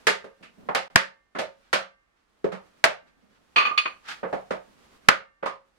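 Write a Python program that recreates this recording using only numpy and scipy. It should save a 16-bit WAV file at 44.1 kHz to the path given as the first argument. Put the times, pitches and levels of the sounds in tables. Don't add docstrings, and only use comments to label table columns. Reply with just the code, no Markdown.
import sys
import numpy as np
from scipy import signal
from scipy.fft import rfft, irfft
from scipy.io import wavfile
from scipy.ndimage import uniform_filter1d

SR = 44100
rng = np.random.default_rng(int(sys.argv[2]) if len(sys.argv) > 2 else 0)


def output_pcm(signal):
    pcm = np.clip(np.atleast_2d(signal).T, -1, 1) * 32767
    wavfile.write(sys.argv[1], SR, np.round(pcm).astype(np.int16))


N = 254898
SIZE = 2 ** 15
T, F = np.arange(SIZE) / SR, np.fft.rfftfreq(SIZE, 1 / SR) + 1
SCENE_T, SCENE_F = np.arange(N) / SR, np.fft.rfftfreq(N, 1 / SR) + 1

# t/s, level/dB, crack/dB, crack t60/s, thump/dB,
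# treble/dB, hoop f/Hz, hoop boost/dB, stave f/Hz, stave boost/dB, drop in the rustle/dB
BLOWS = [(0.0689, -2.5, -10, .025, 10, 4.5, 1830, 6, 429, 11, 8.5),
         (.749, -6, -6.5, 0.04, 4, -2, 777.5, 8.5, 470, 3, 4.5),
         (0.9584, -3, 7, 0.017, 13.5, -1.5, 1740, 5, 628, 2, 21),
         (1.7291, -2.5, -10, 0.064, -6, -1.5, 1320, 3, 643, 4.5, 26),
         (2.8402, -3, 5.5, 0.05, -11.5, -5, 1730, 2, 677, 10.5, 14),
         (5.0865, -1.5, 9.5, 0.024, 8, -9.5, 1406, 7, 640, -0.5, 27.5)]
# f/Hz, level/dB, t60/s
BARREL_NOTES = [(192.4, -12.5, 0.3), (223, -8.5, 0.13), (396, -7.5, 0.05), (440.4, -4, 0.066),
                (544.5, -2.5, 0.31), (608.2, 0, 0.12), (689, -9.5, 0.057), (818, -3.5, 0.089),
                (901, -6, 0.3), (1100, -6.5, 0.14), (1222, -1.5, 0.26), (1350, -2.5, 0.071),
                (1555, -5, 0.18), (1728, -0.5, .18)]
# f/Hz, level/dB
BARREL_COLOUR = [(40, -31.5), (110, -21.5), (180, -6.5), (280, -6.5), (450, -3), (620, -2), (900, -5),
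                 (1300, 0), (2100, 0), (3400, -6), (4700, -9.5), (6000, -15), (9500, -22.5), (13300, -34.5),
                 (15500, -59.5)]


def undb(db):
    return 10 ** (np.asarray(db) / 20)


def along(points, hz):
    f, value = np.transpose(points)
    return np.interp(np.log(hz), np.log(f), value)


def fade(t60):
    return np.exp(-np.log(1000) * T / t60)


def swell(s, rise, tail):
    return np.exp(np.minimum((SCENE_T - s) / rise, (s - SCENE_T) / tail))


def highs(hz):
    return F ** 2 / (F ** 2 + hz ** 2)


def resonance(hz, db, width):
    return db / (1 + (np.log(F / hz) / width) ** 2)


def tint(x, db):
    cepstrum = irfft(np.log(undb(db)))
    cepstrum[..., 1:SIZE // 2] *= 2
    cepstrum[..., SIZE // 2 + 1:] = 0
    return irfft(rfft(x) * np.exp(rfft(cepstrum)))


def burst(x, colour):
    power = uniform_filter1d(abs(rfft(x)) ** 2, size=301)
    return tint(x, along(colour, F) - 10 * np.log10(power + 1e-12))


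def add(out, s, x, pan_db=0):
    i = int(s * SR)
    ear_gains = undb(np.array([[pan_db], [-pan_db]]) / 2)
    out[:, i:i + SIZE] += (x * ear_gains)[:, :N - i]


def hiss(colour):
    white = rfft(rng.standard_normal((2, N)))
    noise = irfft(white * undb(along(colour, SCENE_F)), N)
    return noise / noise.std()


def air():
    colour = [(20, -16.5), (40, 6.5), (65, -3), (120, -8.5), (500, -8.5), (1400, -8.5), (2300, -14.5),
              (4000, -20.5), (9000, -29), (15000, -44.5)]
    return undb(-73) * hiss(colour)


def clothes():
    rub_colour = [(30, -10), (70, -6), (120, -11), (210, -1.5), (320, -5.5), (560, -6.5), (800, -11.5),
                  (1200, -12.5), (2500, -27), (8000, -49)]
    cloth_colour = [(200, -15.5), (1200, 2), (3000, -4), (5000, -8), (7000, -11.5), (11000, -16.5),
                    (15000, -25)]
    still_s, resume_s = 0.29, 0.4
    drop_db = np.zeros(N)
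    for s, *_, still_db in BLOWS:
        moving_for = np.maximum(SCENE_T - s - still_s, 0)
        drop_db = np.where(SCENE_T < s, drop_db, still_db * np.exp(-moving_for / resume_s))
    return undb(-drop_db) * (undb(-62.5) * hiss(rub_colour) + undb(-63) * hiss(cloth_colour))


def crack(colour, t60):
    noise = rng.standard_normal((2, SIZE))
    return burst(noise * abs(noise) * fade(t60), colour)


def wash(colour, rise):
    room_decay = [(60, 0.38), (250, 0.13), (600, 0.26), (1800, 0.24), (4800, .23), (9000, 0.19),
                  (15000, 0.09)]
    noise = rfft(rng.standard_normal((2, SIZE)))
    centres, t60s = np.transpose(room_decay)
    tail = 0
    for only_this_band, t60 in zip(np.eye(len(centres)), t60s):
        band = along(np.c_[centres, only_this_band], F)
        tail += irfft(noise * band) * fade(t60)
    return burst(tail * (1 - np.exp(-T / rise)), colour)


def ring(notes, rise, scatter_db, detune, waver):
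    out = 0
    knots = np.linspace(0, T[-1], num=64)
    for hz, db, t60 in notes:
        strength, shift = rng.standard_normal(2)
        phase = rng.uniform(0, 2 * np.pi, (2, 1))
        drift = rng.standard_normal((2, 2, len(knots)))
        echoes = np.array([np.interp(T, knots, re + 1j * im) for re, im in drift])
        tone = np.exp(2j * np.pi * hz * (1 + detune * shift) * T + 1j * phase)
        wavering = tone * (1 + waver * echoes)
        out += undb(db + scatter_db * strength) * fade(t60) * wavering.imag
    return out * (1 - np.exp(-T / rise))


def hammer_blows():
    crack_colour = [(40, -17), (200, -7), (600, -6), (1400, 4.5), (2300, 2.5), (3500, -6.5), (4600, -2.5),
                    (6000, -10), (10000, -16.5), (13500, -25.5), (16000, -35.5)]
    hoop_notes = [(1160, -59, 0.9), (1570, -50, 0.63), (1800, -55.5, 0.94), (2100, -57.5, .85),
                  (2800, -65, 0.92)]
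    out = np.zeros((2, N))
    for s, db, crack_db, t60, thump_db, treble_db, hoop_hz, hoop_db, stave_hz, stave_db, _ in BLOWS:
        body = undb(24) * wash(BARREL_COLOUR, rise=0.0018)
        body += undb(-23) * ring(BARREL_NOTES, rise=0.0043, scatter_db=0.5, detune=0.00057, waver=0.32)
        contact = tint(crack(crack_colour, t60), 22.5 + crack_db + thump_db * (1 - highs(210)))
        spot_db = resonance(hoop_hz, hoop_db, width=0.17) + resonance(stave_hz, stave_db, width=0.15)
        strike = tint(body + contact, spot_db + treble_db * highs(4300))
        singing = undb(3.5) * ring(hoop_notes, rise=0.005, scatter_db=1.5, detune=0.0022, waver=0.22)
        add(out, s, undb(db) * (strike + singing))
    return out


def knocks():
    # t/s, level/dB, treble cutoff/Hz, stave f/Hz, stave boost/dB, tick/dB, rise/s
    touches = [(0.241, -21, 930, 440, 13, -16.5, 0.0032), (.426, -46, 3020, 2670, 6, 13.5, 0.0093),
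               (0.687, -7, 1387, 865, 10.5, -33, .0015), (1.349, -8.5, 1300, 463, 1, -24.5, 0.01),
               (1.385, -10.5, 742, 627, 12.5, -2.5, 0.0065), (2.442, -.5, 629, 443, 13, -30, 0.0017),
               (2.517, -12, 1100, 191, 9, -16, 0.01), (4.229, -4, 1080, 484, 6.5, -41, 0.0078),
               (4.326, -3.5, 887, 713, 9, -25.5, 0.0059), (4.506, -5, 1114, 601, 4, -18.5, 0.00314),
               (5.426, -9.5, 1450, 514, 8, -31.5, 0.0064), (5.457, -11.5, 1310, 1053, 12, -9.5, 0.0052)]
    out = np.zeros((2, N))
    for s, db, cutoff_hz, stave_hz, stave_db, tick_db, rise in touches:
        body = undb(23) * wash(BARREL_COLOUR, rise)
        body += undb(-24.5) * ring(BARREL_NOTES, rise, scatter_db=-1.5, detune=0.0018, waver=0.25)
        contact = undb(23.5) * crack(BARREL_COLOUR, t60=0.043) * (1 - np.exp(-T / rise))
        push = 1 / (1 + (F / cutoff_hz) ** 3) + undb(tick_db)
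        shape_db = db + 20 * np.log10(push) + resonance(stave_hz, stave_db, width=0.15)
        add(out, s, tint(body + contact, shape_db), pan_db=-0.5)
    return out


def boots():
    steps = [(.41, -55.5), (.583, -53), (.63, -55.5), (3.03, -65), (3.171, -66.5), (3.235, -64),
             (3.39, -69), (4.68, -59)]
    colour = [(60, -22.5), (140, -13), (210, 0.5), (300, -8.5), (600, -15.5), (1500, -27), (6000, -48.5)]
    return sum(undb(db) * swell(s, rise=0.0045, tail=0.099) for s, db in steps) * hiss(colour)


def scuffs():
    rubs = [(1.679, -63.5, .06, .04), (2.17, -71, .01, 0.045), (3.08, -64.5, 0.016, 0.03),
            (3.22, -73, 0.016, 0.027), (3.361, -65, 0.061, 0.039), (4.055, -50.5, 0.0095, 0.044),
            (4.087, -37.5, 0.0043, 0.04), (4.121, -39, 0.026, 0.028)]
    colour = [(88, -46.5), (150, -15.5), (601, -15), (918, -2.5), (1050, -15), (1180, 0), (1540, 0.5),
              (1910, -3), (4810, -11.5), (15000, -39)]
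    return sum(undb(db) * swell(s, rise, tail) for s, db, rise, tail in rubs) * hiss(colour)


def clinks():
    bounces = [(3.5596, -7.5, -10, 0, 0.0037), (3.580, -6.5, -9.5, -7, 0.0021),
               (3.596, -18, -10.5, -4, 0.012), (3.650, -7, -11.5, -9, 0.0077),
               (3.71, -6.5, -14.5, -44.5, 0.0012), (3.776, -18, -20, 12, .0015),
               (3.855, -17.5, -14, -14, 0.0024)]
    notes = [(1165.4, 2.5, 0.23), (1206, 4, 0.24), (1310, -17.5, 0.078), (2316, -7.5, 0.11),
             (2430, -2.5, 0.072), (2457, 11.5, 0.1), (2500, 2.5, 0.19), (2750, -11, 0.158),
             (2894, -4.5, 0.11), (3026, -10.5, 0.14), (3200, -12, 0.13), (3480, 0, 0.12), (4320, -9.5, .22),
             (4380, -13, 0.18), (6400, -26, 0.4), (6700, -29.5, 0.23), (8600, -31.5, .3),
             (9000, -39.5, 0.5), (9980, -34.5, 0.12), (10200, -26.5, 0.14), (13480, -39, 0.16)]
    colour = [(60, -43), (200, -7), (500, -1), (850, -0.5), (1200, 6.5), (1700, 5), (2500, 10),
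              (3600, -0.5), (4600, -7.5), (5600, -16), (9000, -28), (14000, -55.5)]
    clusters = [(1132, 7, 0.087), (2500, 7.5, 0.023), (3010, 4.5, .04), (4440, 12.5, 0.047)]
    out = np.zeros((2, N))
    cluster_db = sum(resonance(hz, db, width) for hz, db, width in clusters)
    for s, ring_db, clatter_db, treble_db, rise in bounces:
        tone = undb(-14.5) * ring(notes, rise, scatter_db=-2.0, detune=0.001, waver=0.4)
        contact = undb(23.5) * crack(colour, t60=0.079) * (1 - np.exp(-T / rise))
        clatter = tint(undb(20) * wash(colour, rise) + contact, cluster_db)
        clink = undb(ring_db) * tone + undb(clatter_db) * clatter
        add(out, s, tint(clink, treble_db * highs(2200)))
    return out


def movement():
    knots = np.linspace(0, SCENE_T[-1], num=200)
    flutter_db = 1.6 * np.interp(SCENE_T, knots, rng.standard_normal(len(knots)))
    return undb(flutter_db) * (clothes() + boots() + scuffs())


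def scene():
    return hammer_blows() + knocks() + clinks() + movement() + air()


def record(dry):
    balance = [(100, -3), (500, -3), (2000, -3), (4500, -1), (10000, 1)]
    dip = (.882, .900, -25)
    left, right = rfft(dry)
    apart = np.pi / 4 * np.minimum(SCENE_F / 180, 1)
    mid, side = (left + right) * np.cos(apart), (left - right) * np.sin(apart)
    pair = np.array([mid + side, mid - side]) / np.sqrt(2)
    lean_db = along(balance, SCENE_F)
    heard = irfft(pair * undb(np.array([lean_db, -lean_db]) / 2), N)
    start, end, dip_db = dip
    in_dip = 1.0 * ((SCENE_T > start) & (SCENE_T < end))
    heard *= undb(dip_db * uniform_filter1d(in_dip, size=150))
    top_cut = signal.ellip(8, 0.2, 70, 15900, fs=SR, output="sos")
    return signal.sosfilt(top_cut, np.tanh(heard))


dry = scene()
out = record(dry)
output_pcm(out)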